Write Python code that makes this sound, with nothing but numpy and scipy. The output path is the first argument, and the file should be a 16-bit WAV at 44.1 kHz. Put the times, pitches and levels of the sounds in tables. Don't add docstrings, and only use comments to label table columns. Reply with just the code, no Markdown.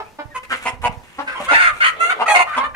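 import sys
import numpy as np
from scipy import signal
from scipy.fft import rfft, irfft, next_fast_len
from scipy.io import wavfile
from scipy.ndimage import map_coordinates

SR = 44100
rng = np.random.default_rng(int(sys.argv[2]) if len(sys.argv) > 2 else 0)


def materialize(psi):
    bounded = np.clip(np.atleast_2d(psi).T, -1, 1)
    quanta = np.round(bounded * 32767).astype(np.int16)
    wavfile.write(sys.argv[1], SR, quanta)


def to_linear_factor(level_db):
    exponent = np.asarray(level_db, float) / 20
    return 10 ** exponent


N = 121275
SPAN = 30000
LEFT_PUFF_DB = -18.5


def unit(x):
    return x / np.sqrt(np.mean(x ** 2) + 1e-20)


def along(points, hz):
    f, v = np.transpose(points)
    return np.interp(np.log(hz + 1), np.log(f + 1), v)


def wobble(rate_hz, size):
    knots = rng.standard_normal(size // 40)
    return map_coordinates(knots, [np.arange(size) * rate_hz / SR], mode="wrap")


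def filtered(x, response):
    n = x.shape[-1]
    m = next_fast_len(n + 4096)
    return irfft(rfft(x, m) * response(np.fft.rfftfreq(m, 1 / SR)), m)[..., :n]


def shaped_noise(shape, points):
    return filtered(rng.standard_normal(shape), lambda f: to_linear_factor(along(points, f)))


def peak(f, hz, width_hz):
    return 1j * f * width_hz / (hz * hz - f * f + 1j * f * width_hz)


def add(track, s, x):
    i = max(round(s * SR), 0)
    track[:, i:i + x.shape[1]] += x[:, :N - i]


# frequency in Hz, t60 in s.
SHED_DECAY = [(250, 0.61), (1000, 0.31), (3000, 0.22), (9000, 0.13)]


def shed(x, lead_ms):
    wall_db, wall_s, tail_db, wide_above_hz = -2, .025, -5.5, 800
    direct, tail_start = 30, 300
    echo = np.zeros((2, SPAN))
    where, size = rng.random((2, 2, 8))
    for side in range(2):
        at = (40 + where[side] * wall_s * SR).astype(int)
        echo[side, at] = to_linear_factor(wall_db) * (2 * size[side] - 1)

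    hz, t, z = signal.stft(rng.standard_normal((2, SPAN)), SR, nperseg=256)
    fade = to_linear_factor(-60 * t / along(SHED_DECAY, hz)[:, None])
    tail = signal.istft(z * fade, SR, nperseg=256)[1][:, :SPAN - tail_start]
    echo[:, tail_start:] += to_linear_factor(tail_db) * tail / np.linalg.norm(tail[0])

    half_gap = filtered(echo[0] - echo[1], lambda f: 1 / (1 + (f / wide_above_hz) ** 2)) / 2
    echo += np.array([-half_gap, half_gap])
    echo[:, direct] += 1
    wet = signal.fftconvolve(x[None], echo, axes=1)[:, :SPAN]
    sign = np.array([[1], [-1]])
    return filtered(wet, lambda f: np.exp(1j * np.pi * f * lead_ms / 1000 * sign))[:, direct:]


def syrinx(t, length_s, start_hz, end_hz, rough, highest_hz):
    scoop, scoop_s = .05, .008
    jitter, jitter_rate_hz, uneven = .065, 200, .7
    bend = 1 - scoop * np.exp(-t / scoop_s) + jitter * rough * wobble(jitter_rate_hz, len(t))
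    hz = np.interp(t, [0, length_s], [start_hz, end_hz]) * bend
    turn = 2 * np.pi * np.cumsum(hz) / SR
    harmonics = np.arange(1, int(highest_hz / start_hz) + 1)
    pulses = unit(np.cos(np.outer(harmonics, turn)).sum(0))
    pulses *= 1 + uneven * rough * np.cos(turn / 2)
    breath = unit(rng.standard_normal(len(t)) * (1 + np.cos(turn)))
    return pulses, breath, turn


# frequency in Hz, level in dB per Hz.
HISS = [(3000, -16), (4100, -46), (5200, -9), (6600, 7), (7500, 0.5), (9000, 7), (11000, -8),
        (15000, -20.5)]
# frequency in Hz, width in Hz, level in dB.
BEAK = [(1980, 600, 4.5)]


def call(length_s, db, start_hz, end_hz, throat_hz, open_db, swell, upper_hz, rough,
         chest_db, body_db, flutter_db, top_hz, top_db):
    top_width_hz, rasp, hiss_db = 500, 1.6, -14
    rise_power, sag_db, release_s, flutter_rate_hz = 1.2, -6.5, .008, 130
    t = np.arange(SPAN // 2) / SR
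    pulses, breath, turn = syrinx(t, length_s, start_hz, end_hz, rough, top_hz + top_width_hz)

    swell = np.clip(swell, .05, .95)
    rise = np.clip(t / (swell * length_s), 0, 1)
    sag = to_linear_factor(sag_db * np.clip(t / length_s - swell, 0, 1) / (1 - swell))
    release = np.exp(-np.clip(t - length_s, 0, None) / release_s)
    flutter = to_linear_factor(flutter_db * rough * np.tanh(wobble(flutter_rate_hz, len(t))))
    shape = rise ** rise_power * sag * release * flutter
    source = (pulses + 2 * rasp * rough * breath) * shape

    def throat(f):
        low_cut_hz = .6 * start_hz
        cut = (1j * f / (low_cut_hz + 1j * f)) ** 2
        narrow = peak(f, throat_hz, 330) ** 2
        skirt = to_linear_factor(-8) * peak(f, 1.086 * throat_hz, 942) ** 2
        body = to_linear_factor(body_db) * peak(f, 648, 334) ** 2
        return cut * (narrow + skirt + body)

    def beak(f):
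        middle = sum(to_linear_factor(level) * peak(f, hz, width) ** 2 for hz, width, level in BEAK)
        upper = to_linear_factor(-4) * peak(f, upper_hz, 700) ** 2
        return middle - upper + to_linear_factor(top_db) * peak(f, top_hz, top_width_hz) ** 2

    opening = rise * np.clip(1.6 - t / length_s, .3, 1)
    hiss = to_linear_factor(hiss_db) * filtered(breath * shape, lambda f: to_linear_factor(along(HISS, f)))
    voice = filtered(source, throat) + to_linear_factor(open_db) * (filtered(source * opening, beak) + hiss)
    voice /= np.sqrt(np.mean(voice[:int(length_s * SR)] ** 2))
    chest = to_linear_factor(chest_db) * 2 * (1 - rough) ** 2 * shape * np.sin(turn)
    return to_linear_factor(db) * (voice + chest)


def flock(notes, beaks, roughs, kind):
    out = np.zeros((2, N))
    for (s, *note), (throat_hz, open_db, lead_ms, *beak), rough in zip(notes, beaks, roughs):
        add(out, s, shed(call(*note, throat_hz, open_db, *beak, rough, *kind), lead_ms))
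    return out


# start in s, length in s, level in dB, start pitch in Hz, end pitch in Hz.
CLUCKS = [(0.0, 0.0057, -26, 438, 445), (.184, 0.033, -29.5, 308.7, 289), (.34, 0.028, -28.5, 520.4, 495.6),
          (.497, 0.038, -23.5, 267.7, 260), (.647, 0.035, -22.5, 254, 251.8),
          (.825, 0.035, -20, 251.6, 236.9), (1.18, 0.027, -23.5, 266.2, 293.7),
          (1.262, 0.079, -29.5, 536.6, 518), (1.342, 0.073, -32.5, 342.8, 355.5),
          (1.505, 0.024, -19, 259.8, 311), (2.183, 0.04, -19, 248.2, 242.3), (2.555, 0.032, -18, 265, 268)]
# throat in Hz, open-beak level in dB, left lead in ms, rising share, upper beak in Hz.
CLUCK_BEAK = [(810, -58, -0.144, 0.1, 3400), (798, -67, -0.14, 0.22, 2600), (1107, -7, -0.058, 0.96, 2890),
              (1437, -17, 0.17, 0.76, 3140), (900, -8.5, 0.061, 0.53, 2830),
              (906, -10.5, 0.092, 0.88, 2950), (870, -47, 0.13, 0.47, 2800), (1433, -15, -0.2, 0.21, 2820),
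              (1010, -12, -0.13, 0.2, 3100), (830, -9, 0.058, 0.67, 3780), (837, -15.5, 0.14, 1, 2900),
              (1018, -15.5, 0.073, 0.84, 3220)]
CLUCK_ROUGH = [.3, .15, .38, .4, .4, .45, .15, .55, .7, .4, .55, .45]
# fundamental in dB, body in dB, flutter in dB, top resonance in Hz, its level in dB.
CLUCK_KIND = (-8, -10, 4.5, 5200, -13)


def clucks():
    return flock(CLUCKS, CLUCK_BEAK, CLUCK_ROUGH, CLUCK_KIND)


# start in s, length in s, level in dB, start and end pitch in Hz.
SQUAWKS = [(1.478, 0.0545, -17, 658.7, 737), (1.528, 0.055, -14, 881, 900),
           (1.535, 0.1464, -15, 729.2, 694.7), (1.678, 0.0307, -24.5, 701, 577),
           (1.800, 0.047, -17, 688.7, 722), (1.836, 0.044, -14.5, 664.5, 634),
           (1.992, 0.0957, -19, 672.9, 711), (2.088, 0.021, -18, 730, 773.4), (2.102, 0.019, -20, 718, 616),
           (2.254, 0.018, -21, 576, 709), (2.274, 0.026, -15.5, 641.4, 631), (2.294, 0.04, -11, 865, 799),
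           (2.336, 0.079, -14.5, 734, 686.4), (2.46, 0.11, -29.5, 611, 584), (2.5, 0.057, -30, 876, 681),
           (2.598, 0.037, -23.5, 537, 560.7), (2.636, 0.015, -20.5, 611, 597),
           (2.735, 0.041, -29, 791, 810), (.035, 0.048, -55, 2200, 2720), (.295, 0.06, -48, 2000, 1546),
           (.455, 0.022, -52, 1960, 2140), (.545, 0.061, -48, 1000, 1040), (1.9, 0.33, -40, 456.3, 419),
           (1.452, 0.05, -31.5, 512, 568)]
# throat in Hz, open-beak level in dB, left lead in ms, rising share, upper beak in Hz.
SQUAWK_BEAK = [(1430, -14, -0.2, 0.26, 2860), (1650, -16, -0.29, 0.13, 2650),
               (1446, -11, -0.26, 0.38, 2600), (1220, -15, -0.19, 0.24, 2400),
               (1534, -13.5, -.27, 0.34, 3050), (1307, -9, -0.246, 0.15, 3070),
               (1270, -12, -0.21, 0.18, 2870), (1370, -12.5, -0.14, 0.72, 3500),
               (1230, -17, -0.29, 0.32, 3030), (1240, -15, 0.041, 0.77, 2600),
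               (810, -7.5, -0.059, 0.39, 2570), (858, -11, -0.05, 0.1, 2000), (884, -9, -.24, 0.17, 2690),
               (1300, -21.5, -0.082, 0.16, 2100), (1470, -13, -0.04, 1, 2700),
               (1000, -23.5, -0.062, 0.081, 2600), (1290, -23.5, -0.16, 0.33, 8400),
               (1740, -23, -0.079, 0.39, 5800), (2440, -12, 0.13, .3, 3000), (1630, -29, .05, .3, 2700),
               (2000, -19, 0.43, .3, 3000), (1990, -14, -0.013, .3, 3000), (533, -9.5, .26, 0.2, 3400),
               (1150, -13, -0.047, 0.31, 3300)]
SQUAWK_ROUGH = [.35, .4, .58, .3, .7, .62, .13, .22, .5, .2, .45, .1, .58, .4, .75, .35, .2, .6, .1, .2, .2,
                .55, .95, .3]
# fundamental in dB, body in dB, flutter in dB, top resonance in Hz, its level in dB.
SQUAWK_KIND = (-9, -17, 9, 4200, -11)


def squawks():
    return flock(SQUAWKS, SQUAWK_BEAK, SQUAWK_ROUGH, SQUAWK_KIND)


# time in s, level in dB.
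PUFFS = [(0.0, -47), (0.22, -67), (0.26, -36), (0.3, -50), (0.57, -55), (0.892, -35.5), (1.13, -60.5),
         (1.75, -41.5), (1.78, -51.5), (2.431, -65), (2.46, -48), (2.75, -46.5)]
# frequency in Hz, level in dB per Hz.
RUMBLE = [(13, -12), (22, 0), (102, -1.5), (168, -11), (230, -16), (300, -48), (510, -120)]


def wind():
    s, db = np.transpose(PUFFS)
    lump_db = 1.5
    lumps = to_linear_factor(lump_db * np.array([wobble(13.5, N), wobble(23.7, N)]))
    rumble = unit(shaped_noise((2, N), RUMBLE) * lumps)
    strength = to_linear_factor(np.interp(np.arange(N) / SR, s, db) + 3.5)
    return rumble * strength * to_linear_factor(np.array([[LEFT_PUFF_DB], [0]]))


# frequency in Hz, level in dB per Hz.
YARD = [(100, -4), (200, 0), (800, -7), (1500, -6.5), (4000, -17), (9000, -19), (15500, -29.5)]


def yard():
    level_db, sway_db = -51.5, 2
    a, b = shaped_noise((2, N), YARD)
    ports = unit(np.array([a + 0.91 * b, a - 0.47 * b]))
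    return to_linear_factor(level_db + sway_db * wobble(8.31, N)) * ports


# time in s, peak in dB, pitch in Hz.
SLAPS = [(.258, -24, 84.5), (.738, -24, 91), (.808, -26, 61.6), (.858, -16.5, 85), (.897, -15.5, 135),
         (.978, -23, 88), (1.035, -36, 81), (1.19, -34, 70.2), (1.56, -29, 111), (1.74, -44, 60)]


def slaps():
    out, t = np.zeros((2, N)), np.arange(-1500, 1500) / SR
    ports = to_linear_factor(np.array([[2 * LEFT_PUFF_DB], [0]]))
    for k, (s, db, hz) in enumerate(SLAPS):
        u = (np.pi * hz * t) ** 2
        push = (-1) ** k * to_linear_factor(db) * (1 - 2 * u) * np.exp(-u)
        add(out, s + t[0], push * ports)
    return out


# start in s, length in s, level in dB.
FLAPS = [(0.429, 0.017, -40.5), (0.489, 0.089, -35.5), (0.605, 0.1, -38.5), (0.814, 0.032, -36),
         (0.913, 0.023, -46), (1.025, 0.93, -51), (1.398, 0.022, -29.5), (1.434, 0.017, -24),
         (1.724, 0.17, -41), (2.452, 0.21, -48.5)]
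# frequency in Hz, level in dB per Hz.
FEATHERS = [(300, 1), (1200, 8.5), (2500, 10.5), (5000, -10.5), (9000, -1), (12500, -18.5), (15500, -20)]


def flaps():
    grain_db, grain_rate_hz, attack_s, lead_ms = 5.5, 400, 0.0064, 0.17
    out, t = np.zeros((2, N)), np.arange(SPAN // 2) / SR
    for s, length_s, db in FLAPS:
        grains = rng.standard_normal(len(t)) * to_linear_factor(grain_db * wobble(grain_rate_hz, len(t)))
        rustle = unit(filtered(grains, lambda f: to_linear_factor(along(FEATHERS, f))))
        swell = np.clip(t / attack_s, 0, 1) * np.exp(-(t / length_s) ** 2)
        add(out, s, shed(to_linear_factor(db) * rustle * swell, lead_ms))
    return out


# time in s, level in dB.
KNOCK = [(1.4, -20)]
# frequency in Hz, level in dB, t60 in s.
PAN = [(231, -3, 0.16), (597, 1, 0.16), (780, -3, 0.31), (1140, 2, 0.077)]


def pan():
    attack_s, damped_t60_s, lead_ms = 0.0038, 0.069, 0.028
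    out, t = np.zeros((2, N)), np.arange(SPAN // 2) / SR
    ring = sum(to_linear_factor(db - 60 * t / t60) * np.sin(2 * np.pi * hz * t) for hz, db, t60 in PAN)
    for s, db in KNOCK:
        knock = to_linear_factor(db - 60 * t / damped_t60_s) * ring * np.clip(t / attack_s, 0, 1)
        add(out, s, shed(knock, lead_ms))
    return out


def scene():
    return clucks() + squawks() + wind() + yard() + slaps() + flaps() + pan()


def low_pass(x):
    return signal.sosfilt(signal.butter(12, 15730, fs=SR, output="sos"), x)


# frequency in Hz, gain in dB.
LEFT_DULL = [(6000, 0), (8500, -8), (12500, 0)]


def record(dry):
    ceiling, top_hz = .95, 15730
    left = filtered(dry[0], lambda f: to_linear_factor(along(LEFT_DULL, f)))
    ports = np.array([left, dry[1]])
    held = ports / (1 + np.abs(ports / ceiling) ** 4) ** (1 / 4)
    mix = filtered(held, lambda f: f < top_hz)
    return low_pass(mix)


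dry = scene()
out = record(dry)
materialize(out)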